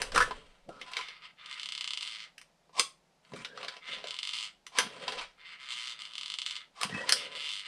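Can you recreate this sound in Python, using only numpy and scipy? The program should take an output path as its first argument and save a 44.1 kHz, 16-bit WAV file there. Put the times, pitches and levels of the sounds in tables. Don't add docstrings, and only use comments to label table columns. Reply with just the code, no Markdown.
import sys
import numpy as np
from scipy import signal
from scipy.fft import rfft, irfft
from scipy.io import wavfile
from scipy.ndimage import uniform_filter1d

SR = 44100
rng = np.random.default_rng(int(sys.argv[2]) if len(sys.argv) > 2 else 0)


def decibels_to_gain(level_db):
    exponent = np.asarray(level_db, float) / 20
    return 10 ** exponent


def unload_audio(sound):
    columns = np.transpose(np.atleast_2d(sound))
    steps = np.round(np.clip(columns, -1, 1) * 32767)
    wavfile.write(sys.argv[1], SR, steps.astype(np.int16))


N = 338247

# frequency in Hz, level in dB.
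ROOM_TONE = [(18, -37.5), (30, 0), (96, -22), (163, -2), (270, -13), (356, -12), (620, -8), (840, -9.5),
             (1110, -16), (4910, -21), (12500, -33), (16200, -72), (22000, -120)]
ROOM_TONE_DB = -70.5

# start in seconds, length in seconds, first level in dB,
# last level in dB, treble against it in dB.
DRAGS = [(0, 0.11, -37.5, -55.5, -7), (.15, 0.096, -41, -41.5, -3), (.27, 0.38, -47.5, -73, -10.5),
         (.7, 0.28, -67.5, -42.5, -19), (3.24, 0.18, -71.5, -50, -5), (3.57, 0.17, -49, -50, -20),
         (3.87, 0.27, -51, -54, -28), (4.786, .12, -31, -51.5, -44), (4.91, 0.22, -51.5, -39, -12.5),
         (5.185, 0.068, -36, -51, -36), (6.78, .31, -49.5, -47.5, -10), (7.091, 0.067, -31, -57.5, -26),
         (7.17, 0.24, -48.5, -54.5, -16)]
# start in seconds, length in seconds, first level in dB,
# last level in dB, bench boom against it in dB.
LEANS = [(0, 0.15, -43, -67, -4), (.15, 0.4, -42.5, -74.5, 1), (.686, 0.19, -57.5, -71.5, 4.5),
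         (2.795, 0.082, -78.5, -95, 19), (3.33, 0.083, -65.5, -65, 15.5), (3.48, 0.19, -59, -58, -3),
         (3.9, 0.22, -55, -68.5, -3.5), (4.786, 0.078, -64, -53, 6.5), (4.9, 0.26, -57, -49.5, -4),
         (6.834, 0.16, -74, -52, 16.5), (7.0, 0.41, -47.5, -61.5, -4)]
HAND_RISE_DB_S, HAND_FALL_DB_S = 500, 223

# start in seconds, length in seconds, first level in dB, last level in dB.
JOLTS = [
    (0, 0.24, -44.5, -39),
    (.19, 0.38, -37, -69),
    (.64, 0.65, -67, -90),
    (3.35, .1, -83.5, -78),
    (3.93, 0.088, -78, -75),
    (4.8, 0.11, -71, -92),
    (5.17, 0.15, -62, -73),
    (6.92, .05, -82.5, -75),
]
JOLT_RISE_DB_S, JOLT_FALL_DB_S = 198.5, 150

# frequency in Hz, width in Hz, level in dB.
SHELL = [(538, 33, 25), (1030, 32, -1.5), (1410, 190, -18.5), (1460, 80, -11), (3363, 15, 2.5),
         (6270, 160, -11.5), (6820, 110, -17), (7400, 23, -14), (7600, 81, -36), (9300, 290, -34.5)]
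# start in seconds, peak in dB, hollow ring in dB, its pitch in Hz.
CRACKS = [
    (0.0171, -19.5, -12, 850),
    (6.831, -19, -0.5, 1030),
    (7.122, -9.5, -11.5, 580),
]
# start in seconds, peak in dB, hollow ring in dB,
# its pitch in Hz.
TICKS = [(0.118, -30, -10, 1030), (0.3076, -35.5, 8.5, 1090), (0.8124, -32.5, 2, 3400),
         (0.9329, -31.5, -13, 950), (0.9666, -22.5, -12, 1030), (0.9872, -31.5, -2.5, 1030),
         (3.3342, -39.5, 8.5, 427), (3.4466, -29, -11, 1030), (3.6284, -33.5, -1, 1090),
         (3.6812, -27.5, -39, 1470), (4.7746, -30, -14, 1030), (5.0783, -23.5, -6.5, 1030),
         (5.1207, -29.5, -11, 490), (6.893, -38, 2, 457)]
# start in seconds, peak in dB, hollow ring in dB, its pitch in Hz.
CLATTER = [
    (0.1474, -29.5, -5, 1140),
    (.1585, -22.5, 8, 1460),
    (0.1759, -20, 5.5, 1410),
    (.2017, -26.5, 11.5, 1410),
    (0.2097, -27, 3, 1720),
    (.2215, -27.5, 3.5, 1750),
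    (0.6886, -50.5, 12, 626),
    (.915, -44, -14, 1010),
    (3.3598, -44, 1.5, 1340),
]
# start in seconds, peak in dB, hollow ring in dB, its pitch in Hz.
KNOCKS = [(1.0095, -28.5, -3, 3060), (1.0836, -33.5, -11, 1360), (2.6928, -63, 10.5, 1040),
          (3.248, -52, -20, 1006), (3.291, -57, -32, 990), (3.318, -47, -0.5, 960),
          (3.5734, -34.5, -2.5, 1170), (3.6457, -32.5, -4.5, 580), (3.765, -37.5, -10, 720),
          (4.0393, -32.5, 1, 596), (6.8462, -31, -6, 1030)]
# start in seconds, peak in dB, hollow ring in dB, its pitch in Hz.
SNAPS = [
    (2.379, -37.5, -45, 1736),
    (2.413, -41, -19.5, 1750),
    (2.7947, -10, -11.5, 1084),
    (4.6648, -34.5, -12.5, 1037),
    (4.785, -9.5, -10, 1030),
    (5.3784, -64.5, 8, 1319),
    (6.812, -23.5, -2.5, 1220),
    (7.0913, -13, -9, 1860),
]
# treble in dB, rattle length in seconds.
CONTACTS = [
    (3, 0.0064),
    (2, 0.013),
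    (-9.5, 0.013),
    (-11.5, 0.008),
    (7, 0.0034),
]

# start in seconds, end in seconds, first level in dB,
# last level in dB, ring in Hz.
SCRAPES = [
    (0.146, .238, -38.5, -46, 1524),
    (2.729, 2.797, -65.5, -30, 1087),
    (3.354, 3.42, -57, -58, 2400),
    (4.715, 4.795, -66, -33.5, 1056),
    (5.211, 5.229, -36.5, -53, 2390),
    (6.753, 6.833, -63, -44, 1140),
    (6.888, 6.95, -61, -65, 2450),
    (6.96, 7.027, -55, -62, 3300),
    (7.053, 7.102, -64, -43, 1470),
]
# start in seconds, end in seconds, first level in dB,
# last level in dB, ring in Hz.
SQUEAKS = [
    (0.691, 0.796, -66.5, -68, 1360),
    (0.885, 1.002, -72.5, -57, 1027),
    (1, 1.143, -61, -69, 2170),
    (3.468, 3.56, -71, -73, 1650),
    (6.9, 7.038, -58.5, -57, 1920),
    (6.94, 7.0, -51, -64, 2597),
    (7.01, 7.042, -61, -60, 950),
]
SCRAPE_RING_DB, SCRAPE_RING_T60_S = 3, 0.017
SQUEAK_RING_DB, SQUEAK_RING_T60_S = 11, 0.033

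# start in seconds, peak in dB, pitch in Hz.
THUMPS = [(0.154, -38.5, 168), (0.687, -45.5, 336), (3.321, -50, 180), (3.335, -44, 174),
          (4.781, -47.5, 366), (0.971, -49.5, 463), (2.799, -44, 482), (4.785, -32.5, 500),
          (6.851, -39.5, 200), (6.926, -37, 183), (6.946, -32, 180)]

# start in seconds, length in seconds, first level in dB,
# last level in dB, slips per second.
GLIDES = [(1.03, .14, -46.5, -58.5, 164), (1.22, 0.031, -55, -49, 182), (1.385, .2, -59.5, -48.5, 180),
          (1.6, .4, -55.5, -60.5, 112), (2.02, .21, -40.5, -45, 111), (3.83, 0.11, -55, -41, 164),
          (3.97, 0.36, -54, -58, 106), (4.33, 0.12, -37, -38.5, 107), (5.39, 0.038, -60.5, -59.5, 157),
          (5.455, .085, -51.5, -51, 170), (5.6, .09, -47.5, -48.5, 140), (5.69, .23, -39, -40.5, 119),
          (5.99, .14, -43.5, -51, 109), (6.15, .2, -56, -61.5, 80), (6.46, .15, -40.5, -52, 100),
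          (7.17, .08, -39.5, -44.5, 166), (7.315, .03, -48, -47, 152), (7.352, 0.155, -42, -37, 150),
          (7.5, 0.1, -36, -39.5, 100), (7.645, .03, -49, -38.5, 146)]
GLIDE_RISE_DB_S, GLIDE_FALL_DB_S = 900, 400
# start in seconds, peak in dB.
SLIPS = [(1.4586, -31.5), (1.4958, -37), (1.5112, -29.5), (1.526, -29.5), (1.541, -34), (1.5765, -40),
         (1.5954, -25.5), (1.615, -32), (1.6303, -24), (1.6566, -24), (1.6872, -24), (1.7207, -22.5),
         (1.7492, -25), (1.7765, -23.5), (1.8081, -20.5), (1.8416, -21.5), (1.8748, -20.5),
         (1.9053, -21.5), (1.9331, -20), (1.9724, -21), (2.0077, -25), (2.027, -22.5),
         (2.0735, -25.5),
         (4.0706, -27), (4.0828, -28.5), (4.1063, -22.5), (4.1411, -27.5), (4.1643, -31),
                (4.1874, -21), (4.2292, -20.5), (4.2504, -25), (4.2718, -21), (4.29, -22), (4.309, -29),
                (4.3346, -23), (4.365, -27.5), (4.3845, -25),
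         (5.7218, -27), (5.9896, -43), (6.0041, -34), (6.018, -30), (6.051, -30.5), (6.1339, -32.5),
               (6.1524, -27), (6.1795, -22), (6.21, -25), (6.2311, -25), (6.258, -25), (6.279, -27.5),
               (6.2992, -22.5), (6.3184, -26), (6.3384, -22), (6.3853, -20.5), (6.4162, -22), (6.4614, -19),
               (6.488, -33), (6.5078, -22.5), (6.5535, -28), (6.5633, -25)]
# frequency in Hz, level in dB, decay t60 in seconds.
BODY = [(1020, -25.5, 0.015), (1231, -19.5, 0.0178), (2115, -10, 0.011), (2400, -22.5, 0.02),
        (2911, -8.5, 0.026), (3085, -3, 0.009), (3560, -5.5, 0.014), (3910, -2.5, 0.0051),
        (4490, -3.5, 0.005), (4800, -12.5, 0.012), (5670, -12, 0.0056), (6125, -9.5, 0.0054),
        (7220, -5.5, 0.0034), (7840, -15.5, 0.01), (8620, -17.5, 0.011), (9480, -9.5, 0.0039),
        (11997, -19.5, 0.0016), (13100, -7.5, 0.0017)]
RUB_DB, RUB_DB_PER_RATE = -3, 0.17
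UPPER_DB, LOWER_DB = -9, -3
BRIGHTENS = 0.45
DULLS_DB_PER_RATE = 0.0724
WANDER_DB = 2

DIFFUSERS = [(13, .55), (31, .5)]
ECHO_S, ECHO_DB = 0.0139, -12
CLUTTER_DB, CLUTTER_START_S, CLUTTER_END_S = -4.5, 0.002, 0.0105
ROOM_DB, ROOM_T60_S = -8, 0.22
# frequency in Hz, level in dB.
MIC = [(5200, 5.5), (6600, -2), (8500, 3), (10500, -6), (12500, -21.5), (15000, -17), (15500, -29.5),
       (16000, -60)]


def rms_one(x):
    return x / np.sqrt(np.mean(x ** 2) + 1e-20)


def noise():
    return rng.standard_normal(N)


def band(x, lo_hz, hi_hz):
    return signal.sosfilt(signal.butter(2, [lo_hz, hi_hz], "band", fs=SR, output="sos"), x)


def drift(rate_hz):
    return rms_one(band(noise(), rate_hz / 8, rate_hz))


def ring(x, hz, t60):
    r, w = decibels_to_gain(-60 / (t60 * SR)), 2 * np.pi * hz / SR
    return signal.lfilter([0, np.sin(w)], [1, -2 * r * np.cos(w), r * r], x + 1e-18)


def shaped(x, points):
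    hz, level_db = np.transpose(points)
    grid = np.maximum(np.arange(N // 2 + 1) * SR / N, 1)
    return irfft(rfft(x) * decibels_to_gain(np.interp(np.log(grid), np.log(hz), level_db)), N)


def shell(x, lo_hz, hi_hz, broad_db):
    click = np.zeros(8192)
    click[0] = 1
    reply = decibels_to_gain(broad_db) * click
    for hz, width_hz, level_db in SHELL:
        if lo_hz <= hz < hi_hz:
            height = decibels_to_gain(level_db) * width_hz * 6 / SR
            reply = reply + height * ring(click, hz, 1.2 / max(width_hz, 30))
    reply = band(reply, lo_hz, hi_hz)
    return signal.oaconvolve(x, reply / np.linalg.norm(reply))[:N]


def strokes(rows, rise_db_s, fall_db_s):
    t, rows = np.arange(0, N, 32) / SR, np.array(rows, float)
    levels = []
    for start, length, first_db, last_db in rows[:, :4]:
        slope = np.interp(t, [start, start + length], [first_db, last_db])
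        rise = rise_db_s * np.maximum(start - t, 0)
        fall = fall_db_s * np.maximum(t - start - length, 0)
        levels.append(slope - rise - fall)
    levels = np.array(levels)
    loudest = np.maximum(levels.max(axis=0), -130)
    columns = np.vstack([loudest, rows[levels.argmax(axis=0), 4:].T])
    return np.repeat(uniform_filter1d(columns, size=8, axis=1), 32, axis=1)[:, :N]


def room_tone():
    hush = decibels_to_gain(ROOM_TONE_DB) * rms_one(shaped(noise(), ROOM_TONE))
    return band(hush, 12, 12000)


def hand():
    drag_db, high_db = strokes(DRAGS, HAND_RISE_DB_S, HAND_FALL_DB_S)
    lean_db, bench_db = strokes(LEANS, HAND_RISE_DB_S, HAND_FALL_DB_S)
    grains = rms_one(noise() * decibels_to_gain(3 * drift(40) + 3 * drift(500)))
    upper = decibels_to_gain(drag_db - 8.5) * shell(grains, 900, 4300, -10.5)
    high = decibels_to_gain(drag_db + high_db - 8) * shell(grains, 4500, 8500, 0)
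    hollow = decibels_to_gain(lean_db - 4) * shell(grains, 450, 1500, -11.5)
    bench = decibels_to_gain(lean_db + bench_db - 4.5) * shell(noise(), 130, 270, -19)
    return upper + high + hollow, bench


def microphone_shake():
    level_db = strokes(JOLTS, JOLT_RISE_DB_S, JOLT_FALL_DB_S)[0]
    return decibels_to_gain(level_db) * rms_one(band(noise(), 11, 30))


def knocks():
    upper, low, high = np.zeros((3, N + 4200))
    t = np.arange(4096) / SR
    for rows, (high_db, length) in zip((SNAPS, CLATTER, TICKS, KNOCKS, CRACKS), CONTACTS):
        fade = decibels_to_gain(-30 * t / length)
        for start, peak_db, low_db, low_hz in rows:
            grit = rng.standard_normal(4096) * decibels_to_gain(4 * rng.standard_normal(4096))
            even = np.linalg.norm(fade) / np.linalg.norm(grit * fade)
            rattle = decibels_to_gain(peak_db - 6.5) * grit * fade * even
            hollow = ring(rattle, low_hz, 0.015) + decibels_to_gain(-15.5) * ring(rattle, 507, 0.057)
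            first = round(start * SR) + 30
            span = slice(first, first + 4096)
            upper[span] += rattle
            low[span] += hollow * decibels_to_gain(low_db - 11.5)
            high[span] += rattle * decibels_to_gain(high_db)
    bright = shell(upper[:N], 1500, 5060, 0) + shell(high[:N], 3610, 13760, -13.5)
    return bright + band(low[:N], 520, 3600)


def scrapes():
    out, t = np.zeros(N), np.arange(N) / SR
    grit = rms_one(noise() * decibels_to_gain(1.1 * drift(200) + 5 * drift(1100)))
    rows = [(*row, SCRAPE_RING_DB, SCRAPE_RING_T60_S) for row in SCRAPES]
    rows += [(*row, SQUEAK_RING_DB, SQUEAK_RING_T60_S) for row in SQUEAKS]
    for start, end, first_db, last_db, hz, ring_db, t60 in rows:
        span = slice(round(start * SR), round((end + 0.05) * SR))
        level_db = np.interp(t[span], [start, end, end + 0.003], [first_db, last_db, -120])
        stroke = grit[span] * decibels_to_gain(level_db)
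        out[span] += band(stroke + decibels_to_gain(ring_db - 22.5) * ring(stroke, hz, t60), 700, 6300)
    return out


def thumps():
    out = np.zeros(N)
    for start, peak_db, hz in THUMPS:
        click = np.zeros(N)
        click[round(start * SR)] = decibels_to_gain(peak_db + 4)
        out += ring(click, hz, 0.083)
    return band(out, 90, 500)


def creak():
    level_db, per_s = strokes(GLIDES, GLIDE_RISE_DB_S, GLIDE_FALL_DB_S)
    dulled_db = DULLS_DB_PER_RATE * (per_s - 110)
    upper_db = UPPER_DB + BRIGHTENS * (level_db + 49) - dulled_db
    lower_db = LOWER_DB - BRIGHTENS * (level_db + 45)
    lower_db, upper_db = np.minimum(lower_db, 5), np.minimum(upper_db, -2)

    turns = np.cumsum(per_s * decibels_to_gain(0.8 * drift(60))) / SR
    chatter = -np.diff(np.floor(turns), prepend=0) * decibels_to_gain(2 * noise())
    rub_db = RUB_DB + RUB_DB_PER_RATE * (per_s - 130)
    drag = rms_one(chatter) + decibels_to_gain(rub_db - 6 + 3 * drift(66)) * noise()

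    lone = np.array(SLIPS)
    at, peak_db = ((lone[:, 0] + 0.0006) * SR).astype(int), lone[:, 1]
    spread = decibels_to_gain(1.3 * rng.standard_normal((len(at), len(BODY))))
    wander = rng.standard_normal((len(BODY), N // 64 + 1))
    wander = uniform_filter1d(wander, size=100, axis=1) * 10
    wander = np.repeat(wander, 64, axis=1)[:, :N]

    slips, rubs = np.zeros(N), np.zeros((4, N))
    for k, (hz, mode_db, t60) in enumerate(BODY):
        clicks = np.zeros(N)
        clicks[at] = decibels_to_gain(peak_db + mode_db - 9) * spread[:, k]
        side = (-1) ** (k // 2)
        slips += side * ring(clicks, hz, t60)
        group = np.searchsorted([2600, 3700, 5800], hz)
        rubs[group] += side * decibels_to_gain(mode_db + WANDER_DB * wander[k]) * ring(drag, hz, t60)
    lower, middle, edge, upper = map(rms_one, rubs)
    modes = decibels_to_gain(lower_db) * lower + middle + decibels_to_gain(-dulled_db - 4) * edge + decibels_to_gain(upper_db) * upper
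    dragged = decibels_to_gain(level_db - 9) * modes
    thin = signal.butter(6, 880, "high", fs=SR, output="sos")
    return signal.sosfilt(thin, slips + dragged)


def surroundings(x):
    t = np.arange(SR // 2) / SR
    scatter = rng.choice([-1, 1], len(t))
    clutter = scatter * (t > CLUTTER_START_S) * (t < CLUTTER_END_S)
    tail = scatter * decibels_to_gain(-60 * t / ROOM_T60_S) * (t > CLUTTER_END_S)
    reply = decibels_to_gain(CLUTTER_DB) * clutter / np.linalg.norm(clutter)
    reply = reply + decibels_to_gain(ROOM_DB) * tail / np.linalg.norm(tail)
    reply[0] = 1
    reply[round(ECHO_S * SR)] = decibels_to_gain(ECHO_DB)
    for lag, back in DIFFUSERS:
        taps = np.r_[1, np.zeros(lag - 1), -back]
        reply = signal.lfilter(taps[::-1], taps, reply)
    return signal.oaconvolve(x, reply)[:N]


def scene():
    skin, bench = hand()
    shake = microphone_shake()
    hush = room_tone()
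    gun = creak() + knocks() + scrapes() + skin
    near = shaped(surroundings(gun), MIC)
    mono = near + bench + thumps() + shake + hush
    return np.tile(mono, (2, 1))


def top_cut(x):
    return signal.sosfilt(signal.butter(12, 16370, fs=SR, output="sos"), x)


def record(dry):
    return top_cut(dry)


dry = scene()
out = record(dry)
unload_audio(out)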